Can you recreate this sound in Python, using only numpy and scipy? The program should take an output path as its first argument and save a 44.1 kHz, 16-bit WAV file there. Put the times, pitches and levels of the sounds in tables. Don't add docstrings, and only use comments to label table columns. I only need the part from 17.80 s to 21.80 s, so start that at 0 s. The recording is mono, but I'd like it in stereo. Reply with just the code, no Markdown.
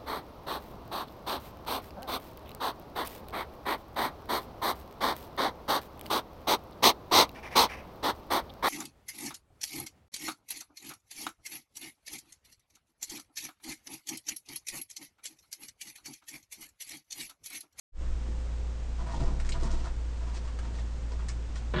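import sys
import numpy as np
from scipy import signal
from scipy.fft import rfft, irfft
from scipy.io import wavfile
from scipy.ndimage import uniform_filter1d

SR = 44100
rng = np.random.default_rng(int(sys.argv[2]) if len(sys.argv) > 2 else 0)


def store_wav(level_fs):
    pcm = np.round(np.clip(np.atleast_2d(level_fs), -1, 1) * 32767)
    wavfile.write(sys.argv[1], SR, pcm.T.astype(np.int16))


N = 176400

def amp(db):
    return 10 ** (np.asarray(db) / 20)

def unit(x):
    return x / np.sqrt(np.mean(x ** 2))

def clock():
    return np.arange(N) / SR

def noise():
    return rng.standard_normal(N)

def drift(per_s):
    k = int(SR / per_s)
    steps = np.repeat(noise()[:N // k + 1], k)
    return 1.245 * uniform_filter1d(uniform_filter1d(steps, k), k)[:N]

def through(x, response):
    return signal.fftconvolve(x, response)[:N]

def colour(x, points, size=8192):
    hz, db = np.array(points).T
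    f = np.maximum(np.fft.rfftfreq(size, 1 / SR), 1)
    gains = amp(np.interp(np.log(f), np.log(hz), db))
    cepstrum = irfft(np.log(gains))
    cepstrum[1:size // 2] *= 2
    cepstrum[size // 2 + 1:] = 0
    response = irfft(np.exp(rfft(cepstrum)))
    return through(x, response / np.linalg.norm(response))

def hump(centre_hz, octaves):
    hz = np.geomspace(50, 12800, 65)
    distance = np.log2(hz / centre_hz) * 2 / octaves
    return np.c_[hz, -20 * np.log10(1 + distance ** 2 / 2)]

def dull(x, edge_hz):
    return signal.sosfilt(signal.butter(2, edge_hz, fs=SR, output="sos"), x)

def ring(x, notes):
    t = clock()[:SR // 2]
    response = 0
    for hz, ring_s, db in notes:
        damping = np.log(1000) / ring_s
        response += amp(db) * 2 * damping / SR * np.exp(-damping * t) * np.sin(2 * np.pi * hz * t)
    return through(x, response)

def grains(per_s, scatter_db=3.5):
    touches = (rng.random(N) < per_s / SR) * np.sign(noise())
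    return unit(touches * amp(scatter_db * np.clip(noise(), -2, 2)))

def stroke(start, length, attack_s=0.0065, release_s=0.017):
    t = clock() - start
    return np.clip(t / attack_s, 0, 1) * np.exp(-np.maximum(t - length, 0) / release_s)

def push(start):
    return 1. * (np.arange(N) == int(start * SR))

def crack(start, decay_s):
    t = clock() - start
    return np.sign(noise()) * (t >= 0) * np.exp(-np.abs(t) / decay_s)

def room(x, echo_db=1.5, ring_s=0.13, gap_s=.0015):
    t = clock()[:SR // 2]
    tail = noise()[:len(t)] * (t > gap_s) * np.exp(-np.log(1000) * t / ring_s)
    echoes = through(x, tail / np.linalg.norm(tail))
    return (x + amp(echo_db) * echoes) / np.hypot(1, amp(echo_db))

# multiple of its turning rate, level/dB
MOTOR_TONES = [(1, -33.5), (2, -54.5), (4, -66.5), (9, -62), (16.08, -80.5)]
def motor(shaft_hz=57.64, wobble=0.0022, flutter_db=1):
    turns = np.cumsum(shaft_hz * (1 + wobble * drift(3.845))) / SR
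    hum = 0
    for multiple, db in MOTOR_TONES:
        peak = np.sqrt(2) * amp(db + flutter_db * drift(8.74))
        hum += peak * np.sin(2 * np.pi * (multiple * turns + rng.random()))
    return hum

# f/Hz, relative level/dB
HISS_TONE = [(20, -1.5), (40, -1), (80, -7), (150, -12.5), (300, -19), (600, -24.5), (1200, -29),
             (2400, -34.5), (4500, -38), (7000, -39), (8500, -43.5), (9800, -57.5)]
def hiss(level_db=-41.5):
    return amp(level_db) * colour(noise(), HISS_TONE)

# t/s, level/dB
RUMBLE_LEVELS = [(.14, -27.5), (.23, -29), (.4, -32.5), (.65, -46.5), (1.3, -35), (1.41, -23.5),
                 (1.52, -32), (1.8, -29.5), (2.05, -33), (2.35, -47.5), (3.9, -54)]
def rumble(centre_hz=22.4, width_hz=12.7):
    f = np.fft.rfftfreq(N, 1 / SR)
    deep = irfft(rfft(noise()) / (1 + (2 * (f - centre_hz) / width_hz) ** 2), N)
    level_db = np.interp(clock(), *np.array(RUMBLE_LEVELS).T)
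    return unit(deep) * amp(level_db)

# t/s, length/s, level/dB
SOFT_STEPS = [(0.471, 0.027, -51), (1.204, 0.035, -42.5), (1.283, 0.14, -41.5), (1.398, 0.07, -39.5),
              (1.465, 0.1, -41), (1.617, 0.041, -45.5), (1.672, 0.11, -40.5), (1.807, 0.044, -38.5),
              (1.903, 0.029, -42), (1.99, 0.075, -44), (2.766, 0.13, -50)]
# t/s, length/s, scrape level/dB, scratch level/dB, scrape's top edge f/Hz
SCUFFLES = [(0.414, 0.065, -54, -66, 1600), (1.181, 0.043, -41, -59.5, 1150), (1.26, 0.045, -38, -58, 1200),
            (1.313, 0.048, -43, -53, 1200), (1.387, 0.052, -39, -53.5, 1100),
            (1.445, 0.11, -42.5, -59.5, 1010), (1.589, 0.012, -43.5, -51, 1600),
            (1.641, 0.037, -50, -57, 1810), (1.735, 0.025, -38, -55.5, 1600),
            (1.794, 0.078, -41, -52, 1900), (1.893, 0.054, -41.5, -52.5, 1600),
            (1.966, 0.087, -48, -57, 1310), (2.035, 0.036, -43, -59, 2200), (2.397, 0.12, -47.5, -63, 1290),
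            (2.53, 0.036, -48, -52.5, 1490), (2.63, 0.062, -49, -61, 1500), (2.82, 0.036, -44.5, -59, 1300),
            (2.923, 0.072, -48.5, -56.5, 1700), (3.307, 0.0087, -42.5, -59, 1300),
            (3.385, 0.015, -41.5, -59, 2000), (3.748, 0.016, -48, -50, 1600)]
# f/Hz, relative level/dB
PAD_TONE = [(40, -11.5), (110, -3), (185, 3.5), (275, -4), (370, -3), (520, -6), (900, -28), (3000, -64)]
SCRAPE_TONE = [(100, -8), (350, -8.5), (600, 0), (950, 6.5), (1400, 4), (1900, -1.5), (4000, -27),
               (9000, -39)]
SCRATCH_TONE = [(500, -8.5), (1500, -4), (2500, 5.5), (3800, 5.5), (5500, 5.5), (7000, 0.5), (8500, -2.5),
                (10000, -20.5)]
# f/Hz, ring time/s, level/dB above the bare touch
PANEL_NOTES = [(162, 0.15, 6), (227.3, 0.25, 10), (317, 0.16, 0), (357.7, 0.18, 4), (512.5, 0.26, 1.5),
               (682, 0.15, 8), (811, 0.25, -1.5), (833, 0.2, 2.5), (927, 0.25, 6.5), (1035, 0.15, -4.5),
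               (1430, 0.24, 3.5), (1875, 0.12, 9)]
def feet(pads_per_s=270, claws_per_s=850):
    pads = grains(pads_per_s) * sum(amp(db) * stroke(t, length) for t, length, db in SOFT_STEPS)
    claws = grains(claws_per_s)
    scrape, scratch = 0, 0
    for t, length, scrape_db, scratch_db, edge_hz in SCUFFLES:
        scuffle = claws * stroke(t, length)
        scrape += amp(scrape_db) * dull(scuffle, edge_hz)
        scratch += amp(scratch_db) * scuffle
    contact = (colour(pads, PAD_TONE) + colour(scrape, SCRAPE_TONE)) / 2
    return room(contact + colour(scratch, SCRATCH_TONE)) + ring(contact, PANEL_NOTES)

# t/s, ring level/dB, centre f/Hz, thud level/dB
FIRM_LANDINGS = [(.486, -16.5, 290, -15.5), (1.335, -6, 910, -31), (1.416, -13, 593, -29),
                 (1.439, -15, 394, -14), (1.52, -23, 486, -20.5), (1.826, -9, 340, -11),
                 (1.85, -15, 235, -10), (1.935, -11, 282, -16), (2.056, -17, 1210, -20),
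                 (3.321, -22, 450, -23.5)]
def landings(width_octaves=0.44):
    shake, thuds = 0, 0
    for t, ring_db, centre_hz, thud_db in FIRM_LANDINGS:
        contact = colour(push(t), hump(centre_hz, width_octaves))
        shake += amp(ring_db) * contact
        thuds += amp(thud_db) * contact
    return ring(shake, PANEL_NOTES) + room(thuds)

# t/s, level/dB, centre f/Hz, decay/s, tone width/octaves
CLAW_TICKS = [(1.324, -40, 5140, .004, 1.2), (1.6, -32, 3800, 0.0028, 3.3),
              (1.649, -36.5, 3300, 0.0039, 3.2), (1.667, -36, 7700, .002, .7),
              (1.691, -22, 2560, 0.0012, 1.9), (1.6922, -27, 6900, 0.0035, 0.71),
              (1.721, -21, 3480, 0.0012, 0.73), (1.7245, -29, 4300, 0.0014, .8),
              (1.833, -32, 7000, 0.005, 1.6), (1.915, -33, 6000, 0.002, 0.76),
              (2.547, -35.5, 6000, 0.0024, 1.1), (2.573, -38, 5000, .002, 1.5),
              (2.677, -44.5, 1900, 0.0045, 1.5), (2.789, -32, 2700, 0.0034, 5.1),
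              (2.988, -35, 2380, 0.00076, 1.5), (3.32, -36, 4200, 0.0016, .8),
              (3.4854, -26, 6300, 0.0019, 2.9), (3.4904, -23.5, 5700, 0.0011, 0.52),
              (3.495, -39.5, 2400, 0.0036, 0.83), (3.7598, -37.5, 1720, 0.0016, 0.86)]
# f/Hz, relative level/dB
TICK_TONE = [(200, -34), (700, 5.5), (1200, 12), (3000, 0), (6500, -2.5), (8500, -1), (10000, -17.5)]
# f/Hz, ring time/s, level/dB above the bare touch
PLASTIC_NOTES = [(1148, 0.098, 4), (1454, 0.16, 3.5), (1850, 0.073, -1.5), (2263, 0.084, 4),
                 (2990, .14, 2.5), (4240, .11, 3), (5210, 0.11, -1.5), (5900, 0.1, -4), (6570, 0.04, -1.5)]
def ticks(first_touch_db=4):
    taps = 0
    for t, db, centre_hz, decay_s, octaves in CLAW_TICKS:
        tap = crack(t, decay_s) + amp(first_touch_db) * push(t)
        taps += amp(db) * colour(tap, hump(centre_hz, octaves))
    contact = colour(taps, TICK_TONE) / 2
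    return room(contact, echo_db=0.5) + ring(contact, PLASTIC_NOTES)

# t/s, knock level/dB, decay/s, rasp level/dB
TRAP_BLOWS = [(3.938, -24, 0.006, -32.5), (3.9421, -17.5, 0.002, -30), (3.962, -24, 0.0024, -25.5),
              (3.97, -26.5, 0.0034, -31), (3.975, -36, 0.0037, -35), (3.983, -26, .004, -26.5),
              (3.993, -41, .003, -25)]
# f/Hz, relative level/dB
KNOCK_TONE = [(50, -34), (170, 9), (260, -5), (360, -1.5), (650, -5.5), (950, -15.5), (1350, -8.5),
              (1800, -9), (2300, -17), (4000, -30), (6000, -77)]
RASP_TONE = [(600, -11.5), (1000, 4.5), (1300, 8), (1800, 7), (2400, -4.5), (3600, 1), (4700, -12),
             (5800, -27), (9000, -43)]
# f/Hz, ring time/s, relative level/dB
SHELL_NOTES = [(144, 0.15, 14.5), (362, 0.23, 17), (480, 0.14, 0.5), (625, 0.064, 0), (800, 0.093, -17),
               (1310, 0.12, -6), (1700, 0.14, 1), (1870, 0.14, -2), (2000, 0.17, -10), (3280, 0.11, -5),
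               (3540, 0.16, -12)]
def clatter(shell_gain_db=29.5):
    pushes = sum(amp(db) * push(t) for t, db, _, _ in TRAP_BLOWS)
    knocks = sum(amp(db) * crack(t, decay_s) for t, db, decay_s, _ in TRAP_BLOWS)
    rasps = sum(amp(db) * crack(t, decay_s) for t, _, decay_s, db in TRAP_BLOWS)
    shell = amp(shell_gain_db) * ring(pushes, SHELL_NOTES)
    return room(colour(knocks, KNOCK_TONE) + colour(rasps, RASP_TONE)) + shell

def scene(lean_db=2.5):
    middle = motor() + rumble() + hiss() + feet() + landings() + ticks()
    left_right = amp(np.array([[lean_db], [-lean_db]]) / 2)
    return middle + clatter() * left_right

def record(dry, start_s=0.12, fade_s=0.096, top_hz=9950):
    fade = np.clip((clock() - start_s) / fade_s, 0, 1) ** 1.6
    treble_cut = signal.ellip(10, .2, 80, top_hz, fs=SR, output="sos")
    return signal.sosfilt(treble_cut, dry * fade)

dry = scene()
out = record(dry)
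store_wav(out)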